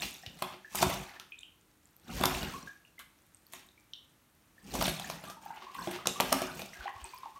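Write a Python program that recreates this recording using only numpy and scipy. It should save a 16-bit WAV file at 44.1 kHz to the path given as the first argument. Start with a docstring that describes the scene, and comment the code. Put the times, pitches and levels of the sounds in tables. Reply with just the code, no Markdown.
"""Small parrots bathe in a bathroom sink, their wings slapping and churning the shallow water.
Each slap smacks the surface and rings the basin; the wingbeats push gusts of air and throw spray.
Bubbles plop and chirp among a few low basin booms and a thump, and single drops tick on the basin.
The tiled room echoes the water, over a few soft microphone bumps and a faint hush."""
import sys
import numpy as np
from scipy import signal
from scipy.fft import rfft, irfft
from scipy.io import wavfile
from scipy.ndimage import uniform_filter1d

SR = 44100
rng = np.random.default_rng(int(sys.argv[2]) if len(sys.argv) > 2 else 0)


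def put_to_file(sound):
    """Save the sound as 16-bit audio at rate SR, in the file named by the first command-line argument."""
    columns = np.atleast_2d(sound).T  # one column per channel
    safe = np.clip(columns, -1, 1)
    whole_steps = np.round(safe * 32767)
    wavfile.write(sys.argv[1], SR, whole_steps.astype(np.int16))


N = 325899

# Wing or body hits on the water; cup, crack and thud are relative to the smack:
# start_s, smack_db, cup_db, crack_db, thud_db, cup_hz, smack_hz, growth_ms
WING_SLAPS = [(0.0198, -22.5, -17, -5.5, -32, 680, 2600, 0.98),
              (0.0253, -26, -8.5, -10, -33, 800, 3160, 2.9), (0.261, -29.5, -26, -13, -33, 834, 3150, 1.5),
              (0.388, -43, -9, 2, -34, 690, 3060, 1.1), (0.4209, -22, -0.5, -4.5, -20.5, 797, 3420, 1.3),
              (0.7476, -37, 8.5, 6, -13, 970, 2080, 0.41), (0.7524, -29, -14, 10.5, -27, 1030, 3150, 1.7),
              (0.811, -20.5, -13, -6, -26, 775, 4730, 5.8), (0.8252, -15.5, 3.5, 0, -14.5, 836, 2780, 1.5),
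              (0.8973, -27, -18, -0.5, -14.5, 616, 3320, 1.5),
              (1.198, -30.5, -11, -4, -39, 1280, 3800, 0.24),
              (2.2108, -29.5, 0.5, 1, -12, 1140, 2920, 0.36),
              (2.236, -10.5, -4, -6, -29.5, 950, 2230, 0.71), (2.2547, -18, -11, 4, -17, 750, 4330, 0.77),
              (2.3468, -28, -16, -1, -23, 630, 2370, 0.8), (2.4292, -27, -6.5, -4, -16.5, 1190, 2980, 0.52),
              (2.9917, -37.5, -31, 4.5, -31, 1320, 2300, 0.36),
              (2.9956, -40, -2.5, -6, -28, 1380, 2580, 0.87),
              (3.5236, -48, -15, 10.5, -28, 965, 2520, 0.26),
              (3.5349, -30, -13, 0.5, -28.5, 865, 2500, 0.28), (4.7366, -31, -2, -0.5, -19, 600, 4570, 2.2),
              (4.751, -35.5, 6, 5, -7.5, 616, 2270, 1.1), (4.8099, -25, 0.5, -5, -17, 820, 3680, 1.34),
              (4.8223, -20, -8.5, -1.5, -18, 874, 3440, 1.24), (4.854, -22, -19, -17, -23, 820, 2780, 1.4),
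              (4.8788, -26.5, -11, -4, -14.5, 600, 2380, 1.1),
              (4.9967, -26, -10, -1.5, -33, 706, 3950, 0.41), (5.0985, -28, -0.5, 0, -22.5, 760, 3760, 0.5),
              (5.2379, -36, -5, -5, -14.5, 1060, 2590, 0.45),
              (5.2987, -38.5, -3.5, 1.5, -19, 1190, 4480, 0.38),
              (5.7443, -38.5, -13, -4, -37, 1120, 2570, 1.6), (5.872, -32, 0, -20, -10, 660, 2400, 0.83),
              (5.9105, -34.5, -12, 1.5, -11, 725, 2030, 1.03), (6.056, -31, 5, -10, -17.5, 1190, 3930, 0.9),
              (6.0707, -10.5, -11, -9, -27, 584, 4320, 0.52), (6.2007, -12, -3.5, -4, -22, 610, 2840, 0.42),
              (6.205, -16.5, -1.5, 0, -31.5, 640, 4300, 0.69),
              (6.3205, -26, 2.5, -10, -13, 610, 3520, 0.54),
              (6.325, -14, -2.5, 3.5, -27.5, 796, 3760, 1.07), (6.418, -26, -11, 1, -13.5, 820, 3900, 0.37),
              (6.5928, -34, -3, 2.5, -16, 650, 2530, 0.7), (6.618, -28.5, -13, -7, -23.5, 575, 3630, 0.37)]
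# Ringing modes of the basin: pitch_hz, gain_db, t60_s
BASIN_MODES = [(157.2, -2, 0.12), (195.5, 0.5, 0.28), (261.7, 4, 0.075), (369, 0.5, 0.39),
               (664, 18.5, 0.027), (775, -12, 0.019), (1283, 15, 0.0057)]
def slaps():
    """A ragged hit, then spatter: cupped air booms, the surface smacks, spray cracks, the basin rings."""
    t = np.arange(int(.15 * SR)) / SR
    shape = (len(WING_SLAPS), len(t))
    ragged = rng.standard_normal(shape) * amp(2 * np.minimum(rng.exponential(1, shape), 5))
    # each blow lands elsewhere on the basin and favours other modes
    mode_gains = amp(rng.normal(0, 3, (len(WING_SLAPS), len(BASIN_MODES))))
    spatter_shape = np.minimum(t / .0018, 1) * np.exp(-t / .02)   # thrown water lands just after
    out, shoves = np.zeros(N), np.zeros((len(BASIN_MODES), N))
    for slap, noise, gains in zip(WING_SLAPS, ragged, mode_gains):
        start_s, smack_db, cup_db, crack_db, thud_db, cup_hz, smack_hz, growth_ms = slap
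        age = 1000 * t / max(growth_ms, .2)
        contact = (age / 2) ** 2 * np.exp(2 - age)
        spatter_db = -6.5 - .79 * (smack_db + 28)   # harder smacks carry a smaller share of spatter
        thrown = min(growth_ms / .5, 1) ** 2   # very short contacts throw less water
        burst = noise * (contact + amp(spatter_db) * thrown * spatter_shape)
        for part_db, low_hz, high_hz in ((cup_db, cup_hz / 1.246, cup_hz * 1.377),
                                         (0, smack_hz / 1.47, smack_hz * 1.67),
                                         (crack_db, 4600, 13000)):
            part = band(burst, low_hz, high_hz)
            add(out, start_s, amp(smack_db + part_db) * part / np.abs(part).max())
        for shove, gain in zip(shoves, gains):
            add(shove, start_s, gain * amp(smack_db + thud_db) * np.hanning(40) / 20)
    basin = sum(amp(db) * ring(shove, hz, t60_s) for shove, (hz, db, t60_s) in zip(shoves, BASIN_MODES))
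    return out + amp(-4) * band(basin, 120, 4000)


# Level curves of the flapping, one list per bout: time_s, air_db, churn_db, spray_db
WING_BOUTS = [
    [(0.0, -53.5, -47, -44), (0.064, -50.5, -65, -45), (0.198, -69, -67.5, -58.5), (0.3, -57, -75, -64.5),
     (0.492, -69, -48, -55.5), (0.6, -84, -68, -79), (0.7, -92, -69, -61)],
    [(0.72, -61, -67, -59), (0.788, -47.5, -40.5, -36), (0.888, -40, -42, -46), (0.928, -47, -43.5, -44.5),
     (1.032, -50, -52, -54.5), (1.154, -74, -60, -71), (1.3, -75, -82, -91)],
    [(1.99, -75, -90, -90), (2.098, -46, -52, -53), (2.156, -39.5, -50.5, -48), (2.24, -42.5, -37, -44.5),
     (2.296, -41.5, -38.5, -44), (2.364, -43, -48, -45.5), (2.452, -43, -45.5, -49.5),
     (2.656, -53.5, -65.5, -58.5), (2.8, -91, -83.5, -82.5)],
    [(3.52, -77, -70, -64), (3.56, -61, -59, -56), (3.68, -89, -84, -81)],
    [(4.56, -89, -83, -85), (4.64, -57, -69, -65.5), (4.694, -45.5, -60, -57.5), (4.812, -40.5, -43, -39),
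     (4.892, -41.5, -47.5, -35.5), (4.956, -61, -54, -52.5), (5.11, -53, -52.5, -50.5),
     (5.2, -63, -57.5, -63), (5.278, -55, -53, -52.5), (5.4, -69, -80, -94)],
    [(5.42, -66, -64.5, -60), (5.55, -65, -56, -68.5), (5.684, -87, -63.5, -72.5),
     (5.816, -50, -55.5, -49.5), (5.966, -85, -51.5, -57), (6.04, -63, -58, -78)],
    [(6.06, -50, -65, -66), (6.146, -57, -54.5, -55), (6.24, -54, -48, -59), (6.294, -51, -48, -48),
     (6.4, -54, -42.5, -50), (6.504, -55, -48, -53.5), (6.618, -51, -62, -51), (6.72, -64, -62.5, -66)],
    [(6.74, -72, -60, -56), (6.814, -73, -57.5, -66), (6.914, -89, -58, -68), (7.124, -81, -64.5, -61.5),
     (7.242, -89, -60, -67.5), (7.39, -89, -71, -70)],
]
def wingbeats():
    """Bouts of flapping drive air, churn and spray, with rests between; returns air and water."""
    times_s, *curves = np.transpose(np.concatenate(WING_BOUTS))
    t = np.arange(N) / SR
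    air_db, churn_db, spray_db = [np.interp(t, times_s, curve) for curve in curves]
    in_bout = sum(1. * (t >= bout[0][0] - .01) * (t < bout[-1][0] + .01) for bout in WING_BOUTS)
    gate = uniform_filter1d(in_bout.clip(0, 1), 1500)
    bubbly = np.clip(.92 + .1 * (air_db + 69), 0, .95)   # only the gentlest flapping raises no bubbles
    stroke = np.clip(drift(17), -3, 1.2)   # uneven strokes shake churn and spray together
    air = wing_air(air_db)
    water = amp(churn_db) * churn(stroke, bubbly) + amp(spray_db) * spray(stroke, .68 * bubbly)
    return gate * air, gate * water


# Tone of feathers stirring water: freq_hz, relative_db
CHURN_SPECTRUM = [(150, -19.5), (250, -2.5), (295, -13), (364, 9), (429, -6.5), (714, 1), (1380, -2),
                  (3000, -3.5), (4550, -7), (8500, -28)]
def churn(stroke, bubbly):
    """Feathers stir the water: a grainy slosh blended with gurgling bubbles."""
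    slosh = coloured(grains(per_s=1800, spread_db=2.1), CHURN_SPECTRUM) * amp(7.16 * stroke)
    bubbles = gurgle(per_s=800, low_hz=700, high_hz=3500, fade_cycles=32.5, swell_cycles=21.5)
    return np.sqrt(1 - bubbly) * slosh + np.sqrt(bubbly) * bubbles


# Tone of the falling spray: freq_hz, relative_db
SPRAY_SPECTRUM = [(1470, -12), (2500, 2.5), (3830, -4.5), (5960, -1), (9570, -8.5), (10500, -9.5),
                  (15800, -10.5), (16100, -28)]
def spray(stroke, fizzy):
    """Spray rains back: a dense patter blended with high pitched droplets."""
    patter = coloured(grains(per_s=4600, spread_db=3.3), SPRAY_SPECTRUM)
    patter *= amp(3 * stroke + 2.2 * drift(60))
    droplets = gurgle(per_s=220, low_hz=3500, high_hz=14400, fade_cycles=45, swell_cycles=20)
    return np.sqrt(1 - fizzy ** 2) * patter + fizzy * droplets


# Tone of the air off the wings: freq_hz, relative_db
AIR_SPECTRUM = [(12, -46), (20, -46), (49, 7.5), (103, -6.5), (161, 3.5), (325, -3), (361, -8), (450, -11),
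                (580, -7.5), (990, -120)]
def wing_air(air_db, deep_below_hz=107):
    """Wings push lumpy gusts at the microphone; hard strokes push deeper air."""
    air = coloured(rng.standard_normal(N), AIR_SPECTRUM) * amp(air_db + 3.5 * drift(22))
    deep = signal.sosfiltfilt(signal.butter(2, deep_below_hz, fs=SR, output="sos"), air)
    bass_db = 1.5 + .46 * (air_db + 43.5)
    return air + deep * (amp(bass_db) - 1)


# Bubble plops, plus a few low basin booms and a thump:
# start_s, level_db, pitch_hz, fade_cycles (to fall 20 dB)
PLOPS_AND_BOOMS = [(0.439, -36.5, 3340, 40), (0.234, -44, 746, 13), (0.263, -36, 2890, 30),
                   (0.02, -37, 2590, 64), (0.234, -43, 1840, 17), (0.646, -40, 1730, 31),
                   (1.198, -43.5, 1282, 17), (1.32, -39.5, 2517, 48), (1.432, -29, 2985, 9.3),
                   (2.421, -33.5, 2900, 39), (2.539, -35, 1101, 37), (2.673, -38.5, 1652, 43),
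                   (2.85, -46, 2740, 13.6), (3.777, -52.5, 2300, 31), (3.935, -39.5, 3080, 39),
                   (4.632, -38.5, 198, 4.1), (4.871, -38, 159, 17), (5.092, -38.5, 166, 9.5),
                   (4.58, -49, 1830, 29), (5.043, -33.5, 1750, 17), (5.277, -44.5, 1223, 88),
                   (5.368, -44, 888, 17), (5.431, -41, 840, 9.2), (5.46, -30, 840, 9.2),
                   (5.504, -28.5, 867, 11), (5.573, -34, 863, 15), (5.621, -39.5, 1104, 21),
                   (5.666, -40.5, 1073, 45), (5.75, -32, 1076, 14), (5.789, -28.5, 1046, 15),
                   (5.82, -32, 944, 10), (5.959, -34, 900, 8.9), (5.988, -34.5, 1220, 12),
                   (6.158, -35.5, 1142, 33), (6.733, -34.5, 1990, 9.8), (6.756, -45, 1660, 44),
                   (6.807, -36, 1530, 28), (6.856, -28.5, 788, 23), (6.877, -23.5, 1020, 6.7),
                   (6.938, -39, 846, 13), (6.964, -39.5, 1080, 25), (7.045, -39, 910, 16),
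                   (7.091, -44.5, 4500, 25), (7.135, -35.5, 1015, 29), (7.232, -30, 1030, 9.8),
                   (7.258, -31, 874, 11), (7.358, -44, 1106, 36), (5.504, -43, 1530, 17),
                   (5.5702, -41.5, 2610, 18), (5.784, -39.5, 1590, 74), (6.593, -31.5, 2380, 14),
                   (6.88, -24.5, 1860, 7.8), (7.046, -45, 2490, 38), (7.134, -43, 2350, 16),
                   (1.0944, -35.5, 2020, 7.7), (1.1627, -44.5, 1785, 36), (2.981, -46, 2120, 80),
                   (1.387, -38, 3580, 14), (3.688, -44.5, 3730, 11), (5.872, -32.5, 344.6, 22),
                   (6.325, -25.5, 272, 11)]
def plops_and_booms(rise_octaves=.15, wobble_share=.02, flutter_db=3):
    """Fading, trembling sines that climb: bubbles nearing the surface; the lowest boom or thump."""
    out, t = np.zeros(N), np.arange(int(.12 * SR)) / SR
    knots_s, onset = np.linspace(0, t[-1], 25), np.minimum(t / .01, 1)
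    for start_s, level_db, pitch_hz, fade_cycles in PLOPS_AND_BOOMS:
        wobble, flutter = [onset * np.interp(t, knots_s, shake) for shake in rng.standard_normal((2, 25))]
        age = t * pitch_hz / fade_cycles
        glide_hz = pitch_hz * 2 ** (rise_octaves * (np.minimum(age, 2) - .3))
        phase = 2 * np.pi * np.cumsum(glide_hz * (1 + wobble_share * wobble)) / SR
        attack = np.minimum(t * pitch_hz / 2.54, 1)
        add(out, start_s, attack * amp(level_db + flutter_db * flutter - 20 * age) * np.sin(phase))
    return out


# Necks of air closing: start_s, level_db, from_hz, to_hz, length_s
NECK_CHIRPS = [(1.321, -41, 2520, 3500, 0.0028), (3.934, -32, 2670, 4680, 0.0034),
               (6.862, -44, 1810, 3920, 0.0191), (6.998, -53, 2660, 3400, 0.012),
               (7.18, -57.5, 2870, 3470, 0.011), (7.229, -58, 3330, 3920, 0.01)]
def chirps():
    """A neck of air pinches shut in a quick upward sine sweep."""
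    out = np.zeros(N)
    for start_s, level_db, from_hz, to_hz, length_s in NECK_CHIRPS:
        sweep_hz = np.geomspace(from_hz, to_hz, int(length_s * SR))
        phase = 2 * np.pi * np.cumsum(sweep_hz) / SR
        add(out, start_s, amp(level_db) * np.hanning(len(phase)) * np.sin(phase))
    return out


# Single drops on the basin: start_s, level_db, pitch_hz
DROP_TICKS = [(0.141, -36, 11300), (1.093, -47, 4400), (1.391, -38.5, 7700), (1.308, -51.5, 14440),
              (1.408, -50, 6600), (1.41, -46, 9900), (1.8558, -47, 7570), (1.9654, -42.5, 13400),
              (3.347, -40.5, 8500), (3.467, -52.5, 4450), (3.665, -50.5, 13000), (3.669, -51.5, 8300),
              (3.9358, -40, 5570), (3.4675, -45.5, 13540), (5.456, -42, 14100), (6.692, -43, 5060),
              (7.043, -29.5, 8350), (7.146, -39, 14700), (7.185, -41, 11200), (7.178, -42, 4900)]
def ticks():
    """Each drop lands with a thin snap and a rounded click of a few cycles."""
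    out, t = np.zeros(N), np.arange(int(.01 * SR)) / SR
    snap = amp(-6) * band(1. * (t == 0), 5000, 15500)
    for start_s, level_db, pitch_hz in DROP_TICKS:
        age = t * pitch_hz / 2.6
        click = age * np.exp(1 - age) * np.sin(2 * np.pi * pitch_hz * t)
        add(out, start_s, amp(level_db) * (click + snap))
    return out


def gurgle(per_s, low_hz, high_hz, fade_cycles, swell_cycles):
    """Many small bubbles, each swelling and fading at the pitch of its size; rms 1."""
    births, sizes = grains(per_s, spread_db=2.6), rng.integers(0, 24, N)
    out = np.zeros(N)
    for size, hz in enumerate(np.geomspace(low_hz, high_hz, 24)):
        fading = ring(births * (sizes == size), hz, fade_cycles / hz)
        out += hz * ring(fading, hz, swell_cycles / hz)   # the second resonance softens the attack
    return rms_one(out)


# Reverb of the tiled room: freq_hz, t60_s, relative_db
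TILE_REVERB = [(100, 0.56, 0.5), (513, 0.44, -1.5), (2160, 0.39, 0), (6000, 0.46, -5.5), (15600, 0.29, -2)]
def bathroom(x):
    """Dense echoes off tiled walls, each half octave dying at its own rate."""
    t, edges_hz = np.arange(int(.9 * SR)) / SR, 60 * 2 ** np.arange(0, 8.3, .5)
    noise, room = rng.standard_normal((2, len(t))), np.array(TILE_REVERB)
    tail = np.zeros(len(t))
    for k, (low_hz, high_hz) in enumerate(zip(edges_hz, edges_hz[1:])):
        centre_hz = np.sqrt(low_hz * high_hz)
        t60_s, level_db = at_hz(room, centre_hz), at_hz(room[:, ::2], centre_hz)
        tail += band(noise[k % 2], low_hz, high_hz) * amp(level_db - 60 * t / t60_s)
    tail *= np.clip((t - .002) / .0061, 0, 1)   # the first walls are about a metre away
    return signal.fftconvolve(x, tail / np.sqrt(np.sum(tail ** 2)))[:N]


# Soft low bumps at the microphone: start_s, level_db, pitch_hz
MIC_BUMPS = [(0.263, -42.5, 100), (6.78, -44.5, 54.7), (6.949, -49.5, 86), (7.009, -43.5, 59)]
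def bumps():
    """Each bump swings the microphone through two and a half slow cycles."""
    out = np.zeros(N)
    for start_s, level_db, pitch_hz in MIC_BUMPS:
        cycles = np.arange(int(2.5 * SR / pitch_hz)) * pitch_hz / SR
        add(out, start_s, amp(level_db) * np.hanning(len(cycles)) * np.sin(2 * np.pi * cycles))
    return out


# Tone of the noise bed: freq_hz, relative_db
HUSH_SPECTRUM = [(30, -29.5), (46, -5.5), (191, -10), (314, -12.5), (407, -17), (686, -19), (1220, -18),
                 (2340, -22), (4980, -27), (11500, -25.5), (15850, -31.5), (16150, -50.5)]
# A faint hum and whine: pitch_hz, level_db
FAINT_TONES = [(312, -79.5), (11709, -85)]
def hush(level_db=-67.5):
    """Room and microphone noise under two faint tones that waver in level."""
    t = np.arange(N) / SR
    tones = sum(amp(db + 2 * drift(6)) * np.sin(2 * np.pi * hz * t) for hz, db in FAINT_TONES)
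    return amp(level_db + .5 * drift(3)) * coloured(rng.standard_normal(N), HUSH_SPECTRUM) + tones


def amp(db):
    """Decibels to gain."""
    return 10 ** (np.asarray(db) / 20)


def rms_one(x):
    """Scale to rms 1."""
    return x / np.sqrt(np.mean(x ** 2) + 1e-20)


def at_hz(points, hz):
    """Read a table's second column on a log-frequency axis."""
    points = np.array(points)
    return np.interp(np.log(hz + 1), np.log(points[:, 0]), points[:, 1])


def coloured(x, spectrum):
    """Shape a full-length signal with a spectrum; rms 1."""
    hz = np.arange(N // 2 + 1) * SR / N
    return rms_one(irfft(rfft(x) * amp(at_hz(spectrum, hz)), N))


def band(x, low_hz, high_hz):
    """Band-pass."""
    return signal.sosfilt(signal.butter(2, [low_hz, high_hz], "band", fs=SR, output="sos"), x)


def drift(rate_hz):
    """A smooth random wander of rms about 1."""
    hop = 40
    pole = np.exp(-2 * np.pi * rate_hz * hop / SR)
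    slow = signal.lfilter([1], [1, -2 * pole, pole * pole], rng.standard_normal(N // hop + 2002))[2000:]
    return np.interp(np.arange(N) / hop, np.arange(len(slow)), rms_one(slow))


def grains(per_s, spread_db):
    """Random impacts, most small and a few large."""
    sizes = amp(spread_db * np.minimum(rng.exponential(1, N), 5)) * rng.choice([-1, 1], N)
    return sizes * (rng.random(N) < per_s / SR)


def ring(x, hz, t60_s):
    """One decaying mode, driven by x."""
    radius, angle = amp(-60 / (t60_s * SR)), 2 * np.pi * hz / SR
    return signal.lfilter([0, np.sin(angle)], [1, -2 * radius * np.cos(angle), radius ** 2], x + 1e-18)


def add(track, start_s, sound):
    """Mix a sound in at a time."""
    i = round(start_s * SR)
    track[i:i + len(sound)] += sound[:N - i]


def scene():
    """Mono mix: the water and its echo, with dry wing air, bumps and hush."""
    air, water = wingbeats()
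    # faint droplets run off the feathers at random
    runoff = amp(-80) * gurgle(per_s=35, low_hz=4500, high_hz=15000, fade_cycles=9, swell_cycles=4)
    splash = water + slaps()
    bowl = plops_and_booms() + chirps()
    drops = runoff + ticks()
    # sounds deep in the bowl echo most, drops on the near rim least
    echo = bathroom(amp(-8) * splash + amp(-6) * bowl + amp(-10) * drops)
    return (splash + bowl + drops + echo + air + bumps() + hush())[None]


# Treble dips of the microphone: centre_hz, width_hz, depth (0-1)
MIC_NOTCHES = [(4970, 190, 0.34), (7570, 455, 0.32), (10450, 870, 0.6)]
def record(dry):
    """The microphone drops the deepest bass, notches the treble and cuts the very top."""
    low_cut_hz, high_cut_hz = 36, 16800
    out = signal.sosfilt(signal.butter(4, low_cut_hz, "high", fs=SR, output="sos"), dry)
    for centre_hz, width_hz, depth in MIC_NOTCHES:
        out = out - depth * signal.lfilter(*signal.iirpeak(centre_hz, centre_hz / width_hz, fs=SR), out)
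    return signal.sosfilt(signal.cheby2(12, 60, high_cut_hz, fs=SR, output="sos"), out)


dry = scene()
out = record(dry)
put_to_file(out)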